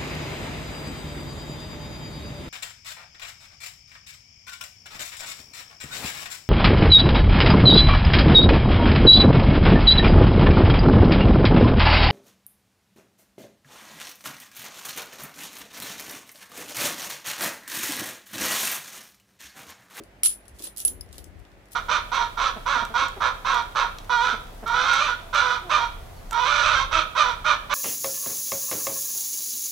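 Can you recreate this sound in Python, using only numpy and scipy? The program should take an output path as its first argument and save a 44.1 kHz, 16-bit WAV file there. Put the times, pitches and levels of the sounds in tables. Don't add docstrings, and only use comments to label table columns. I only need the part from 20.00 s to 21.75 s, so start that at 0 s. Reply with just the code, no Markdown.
import sys
import numpy as np
from scipy import signal
from scipy.fft import rfft, irfft
from scipy.io import wavfile

SR = 44100
rng = np.random.default_rng(int(sys.argv[2]) if len(sys.argv) > 2 else 0)


def waveform_to_disk(signal):
    frames = np.transpose(np.atleast_2d(signal))
    scaled = np.clip(frames, -1, 1) * 32767
    samples = np.round(scaled).astype(np.int16)
    wavfile.write(sys.argv[1], SR, samples)


N = 77175

# f/Hz, correlation
CONTACT_LIKENESS = [(1500, .8), (2800, 0.063), (4500, -0.035), (8000, -0.23), (10000, 0.6), (12500, 0.092)]


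def amp(db):
    return 10 ** (np.asarray(db) / 20)


def unit(x):
    return x / np.sqrt(np.mean(x ** 2) + 1e-20)


def read(points, hz):
    f, value = np.transpose(points)
    return np.interp(np.log(hz + 1), np.log(f), value)


def pan(db):
    return amp([[db / 2], [-db / 2]])


def add(mix, s, sound):
    part = mix[:, max(round(s * SR), 0):][:, :sound.shape[-1]]
    part += sound[..., :part.shape[1]]


def stereo_white(likeness, size):
    left, other = rfft(rng.standard_normal((2, size)))
    correlation = np.clip(read(likeness, np.fft.rfftfreq(size, 1 / SR)), -1, 1)
    right = correlation * left + np.sqrt(1 - correlation ** 2) * other
    return irfft(np.array([left, right]), size)


def noise(colour, likeness):
    gain = amp(read(colour, np.fft.rfftfreq(N, 1 / SR)))
    return unit(irfft(rfft(stereo_white(likeness, N)) * gain, N))


def swells(strokes):
    level = np.zeros((2, N))
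    for s, length, db in strokes:
        arch = np.sqrt(np.sin(np.linspace(0, np.pi, round(length * SR), endpoint=False)))
        add(level, s, amp(db) * arch)
    return level


def room_tone(air_db=-55.5):
    # f/Hz, relative level/dB
    air_colour = [(15, -25), (30, -5), (60, -4.5), (130, -8), (330, -15), (600, -8.5), (1070, -17.5),
                  (1900, -15.5), (3500, -26), (5900, -32), (12900, -38.5), (16000, -37.5)]
    # f/Hz, correlation
    air_likeness = [(50, 0.64), (250, 0.98), (600, .35), (1500, 0.083), (5000, 0.14), (12000, .1)]
    # f/Hz, rms level/dB
    harmonics = [(49, -60), (98, -66), (196, -68), (245, -71.5), (294, -70), (343, -70), (392, -71)]
    t = np.arange(N) / SR
    hum = sum(amp(db) * np.sqrt(2) * np.sin(2 * np.pi * (hz * t + rng.random())) for hz, db in harmonics)
    return amp(air_db) * noise(air_colour, air_likeness) + hum


def small_room(x, delay_s=0.0017):
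    # f/Hz, t60/s
    decay_times = [(300, 0.1), (1500, .24), (4000, 0.13), (10000, 0.2), (16000, 0.21)]
    hz, t, spectra = signal.stft(rng.standard_normal((2, SR // 2)), SR, nperseg=256)
    decay = amp(-60 * t / read(decay_times, hz)[:, None])
    tail = signal.istft(spectra * decay, SR, nperseg=256)[1]
    tail *= np.clip(np.arange(tail.shape[1]) / SR / delay_s - 1, 0, 1)
    return signal.fftconvolve(x, tail / np.linalg.norm(tail[0]), axes=1)[:, :N]


def hands():
    # t/s, length/s, level/dB
    shifts = [(0.85, 0.19, -50), (0.98, 0.4, -50), (1.308, 0.15, -50.5), (1.464, .17, -59.5)]
    # f/Hz, relative level/dB
    rumble_colour = [(15, -28), (35, -9), (60, -1.5), (85, -1.5), (130, -17.5), (400, -22.5), (900, -64),
                     (3000, -69)]
    # t/s, length/s, level/dB
    drags = [(0.6, 0.095, -56), (0.84, 0.14, -51), (1.17, 0.13, -57.5)]
    # f/Hz, relative level/dB
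    cloth_colour = [(100, -28), (220, -3), (330, 4.5), (520, -4.5), (800, -14.5), (2000, -29),
                    (8000, -59.5)]
    # f/Hz, correlation
    likeness = [(50, .3), (300, 0.47), (1000, 0.3)]
    rumble = swells(shifts) * pan(db=12) * noise(rumble_colour, likeness)
    rubbing = swells(drags) * noise(cloth_colour, likeness)
    return rumble + rubbing


def table_knocks(rise_cycles=0.98):
    # t/s, level/dB, f/Hz, t60/s
    knocks = [(0.001, -35.5, 321.5, .07), (0.2317, -36.5, 1824, .018), (0.257, -43, 1467, .035),
              (0.504, -42.5, 59.3, 0.23), (0.601, -39, 321, 0.032), (0.671, -43, 467, 0.032),
              (0.852, -47.5, 427, 0.05), (0.915, -52, 397, 0.051), (0.969, -51.5, 362, .1),
              (1.062, -46.5, 405, 0.039), (1.182, -43.5, 414, 0.046), (1.261, -54.5, 322, 0.12),
              (1.571, -44.5, 302, 0.025)]
    # ratio to the knock's pitch, relative level/dB
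    modes = [(0.721, -2.5), (1, 2.5), (1.231, 2.5), (1.75, -7)]
    out, t = np.zeros((2, N)), np.arange(SR // 4) / SR
    for s, db, hz, t60 in knocks:
        body = sum(amp(mode_db) * np.sin(2 * np.pi * (hz * ratio * t + rng.random()))
                   for ratio, mode_db in modes)
        rise = np.minimum(t * hz / rise_cycles, 1)
        add(out, s, body * rise * amp(db - 60 * t / t60))
    return out


def metal(x, tilt_db, size=512):
    # f/Hz, relative level/dB
    contact_colour = [(200, -51.5), (700, -33), (1200, -19), (1850, -20.5), (2350, -13.5), (2900, -3),
                      (4300, -1), (5300, 0.5), (6300, 0), (8200, 3.5), (9200, 3), (9700, 0.5), (10100, 9.5),
                      (10700, 2), (13000, 0.5), (15000, 0.5), (16200, -31.5)]
    hz = abs(np.fft.fftfreq(size, 1 / SR))
    octaves = np.log2(np.maximum(hz, 1000) / 7000)
    log_gain = np.log(amp(read(contact_colour, hz) + tilt_db * octaves))
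    minimum_phase = np.exp(np.conj(signal.hilbert(log_gain)))
    taps = np.fft.ifft(minimum_phase).real
    return signal.fftconvolve(x, taps[None] / np.linalg.norm(taps), axes=1)


def rim_scrapes(grains_per_s=2200, spread_db=1):
    # t/s, length/s, level/dB
    slides = [(0.24, 0.037, -27.5), (0.28, 0.063, -43), (0.484, 0.017, -59), (0.542, 0.042, -60),
              (0.584, 0.034, -48), (0.617, 0.063, -40.5), (0.775, 0.056, -41), (1.12, 0.074, -55.5),
              (1.707, 0.044, -50.5)]
    touches = rng.random(N) < grains_per_s / SR
    strength = amp(spread_db * np.minimum(rng.exponential(1, N), 3))
    grains = unit(touches * strength * stereo_white(CONTACT_LIKENESS, N))
    return metal(swells(slides) * grains, tilt_db=-2)[:, :N]


def coin_click(tilt_db, rise_s=0.00055, t60=0.012, crack_db=-7.5, crack_at_s=0.000504, size=1024):
    t = np.arange(size) / SR
    envelope = (1 - np.exp(-t / rise_s)) * amp(-60 * t / t60)
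    chatter = stereo_white(CONTACT_LIKENESS, size) * envelope
    chatter /= np.linalg.norm(chatter, axis=1, keepdims=True)
    crack = amp(crack_db) * np.sinc((t - crack_at_s) * SR)
    return metal(np.linalg.norm(envelope) * (chatter + crack), tilt_db)


def coin_ring(hz, beat_hz, t60, lower_db=-2, wobble_hz=22, wobble_s=0.011):
    t = np.arange(SR // 2) / SR
    pole = np.exp(-1 / (wobble_s * SR))
    wander = unit(signal.lfilter([1], [1, -pole], rng.standard_normal((2, 2, len(t)))))
    drift_cycles = wobble_hz * np.cumsum(wander, axis=-1) / SR
    upper_rad, lower_rad = np.array([[0], [2.14]]), np.array([[0], [-1.6]])
    upper = np.sin(2 * np.pi * (hz * t + drift_cycles[0]) + upper_rad)
    lower = np.sin(2 * np.pi * ((hz - beat_hz) * t + drift_cycles[1]) + lower_rad)
    return (upper + amp(lower_db) * lower) * amp(-60 * t / t60)


def coins():
    # t/s, click level/dB, click tilt/(dB/octave), ring level/dB,
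    # ring f/Hz, beat f/Hz, ring t60/s, left over right/dB
    clinks = [(0.2337, -10, -1, -15, 10096, 120.6, 0.16, 0), (0.2408, -23, -4, -34, 10204, 110, 0.051, 1),
              (0.2502, -20, 1, -22, 10090, 200, .06, -16), (0.2591, -10.5, -2, -14, 10085, 97, 0.17, 2.5),
              (0.2622, -41.5, -8, -52.5, 9990, 51.1, 0.78, -3),
              (0.481, -47, -4.5, -47.5, 10060, 60, 0.047, 12.5),
              (0.6398, -34.5, -7, -25.5, 10144, 64, 0.033, -6),
              (0.6693, -41.5, -10, -34.5, 9929, 188, 0.11, 6),
              (0.772, -29, 2, -41.5, 10096, 51, 0.47, -11.5),
              (0.8018, -21.5, 1, -34.5, 10140, 170, .09, 1.5), (0.85, -15.5, 1, -12, 10290, 210, 0.1, -3.5),
              (0.8728, -19, 12, -24.5, 10034, 200, 0.078, 2),
              (0.8788, -29.5, 1, -37, 10244, 135, 0.057, 24.5), (1.0093, -44, 26, -34, 10090, 90, 0.03, 10),
              (1.0112, -41, 4, -32.5, 5180, 200, 0.018, 1)]
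    # t/s, level/dB, tilt/(dB/octave), left over right/dB
    ticks = [(0.036, -42.5, -2, 4), (0.2563, -21, -1, 6), (0.455, -47.5, -4.5, -6),
             (0.5931, -43, -8.5, -11), (0.602, -43, -19, 2), (0.6135, -46.5, -11, -15), (0.6225, -32, 0, 9),
             (0.636, -46, 1, -5), (0.653, -50, -15, 20), (0.6721, -36, -7.5, -8), (0.7630, -35.5, 0, -10),
             (0.7675, -50, 0.5, 23), (0.781, -27, 3, 14), (0.7850, -49, 7, 1), (0.7863, -43, 2, -3),
             (0.8182, -44, 9, -6), (0.8216, -37, 8, 6), (0.8808, -30.5, -2.5, -21), (1.061, -57, -5, -7),
             (1.0892, -49, -8, 5), (1.112, -53.5, -9, -1), (1.128, -34, -2, 3), (1.1426, -46, -15, -2),
             (1.1541, -49, -10, 3), (1.1812, -29.5, -1, 6.5), (1.188, -40, -8, -5),
             (1.2417, -36.5, -0.5, 4.5), (1.2587, -57, -5, -5), (1.3927, -55, -2, 6),
             (1.3990, -53.5, -1.5, 1), (1.4510, -47.5, -13.5, 4), (1.5167, -53, -11.5, 2),
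             (1.656, -52.5, -5.5, 3), (1.685, -58, -3, 13), (1.7187, -41, 11, 10), (1.7326, -35, 1, 7)]
    clicks, rings = np.zeros((2, 2, N))
    for s, db, tilt_db, ring_db, hz, beat_hz, t60, pan_db in clinks:
        add(clicks, s, amp(db) * pan(pan_db) * coin_click(tilt_db))
        add(rings, s, amp(ring_db) * pan(pan_db) * coin_ring(hz, beat_hz, t60))
    for s, db, tilt_db, pan_db in ticks:
        add(clicks, s, amp(db) * pan(pan_db) * coin_click(tilt_db))
    return clicks, rings


def scene(contact_send_db=-4.5, ring_send_db=-15):
    clicks, rings = coins()
    contacts = clicks + rim_scrapes() + table_knocks()
    reflections = small_room(amp(contact_send_db) * contacts + amp(ring_send_db) * rings)
    return contacts + rings + reflections + hands() + room_tone()


def record(dry):
    edge_hz = 15650
    lowpass = signal.firwin(201, edge_hz, window=("kaiser", 8), fs=SR)
    return signal.oaconvolve(dry, lowpass[None], "same")


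dry = scene()
out = record(dry)
waveform_to_disk(out)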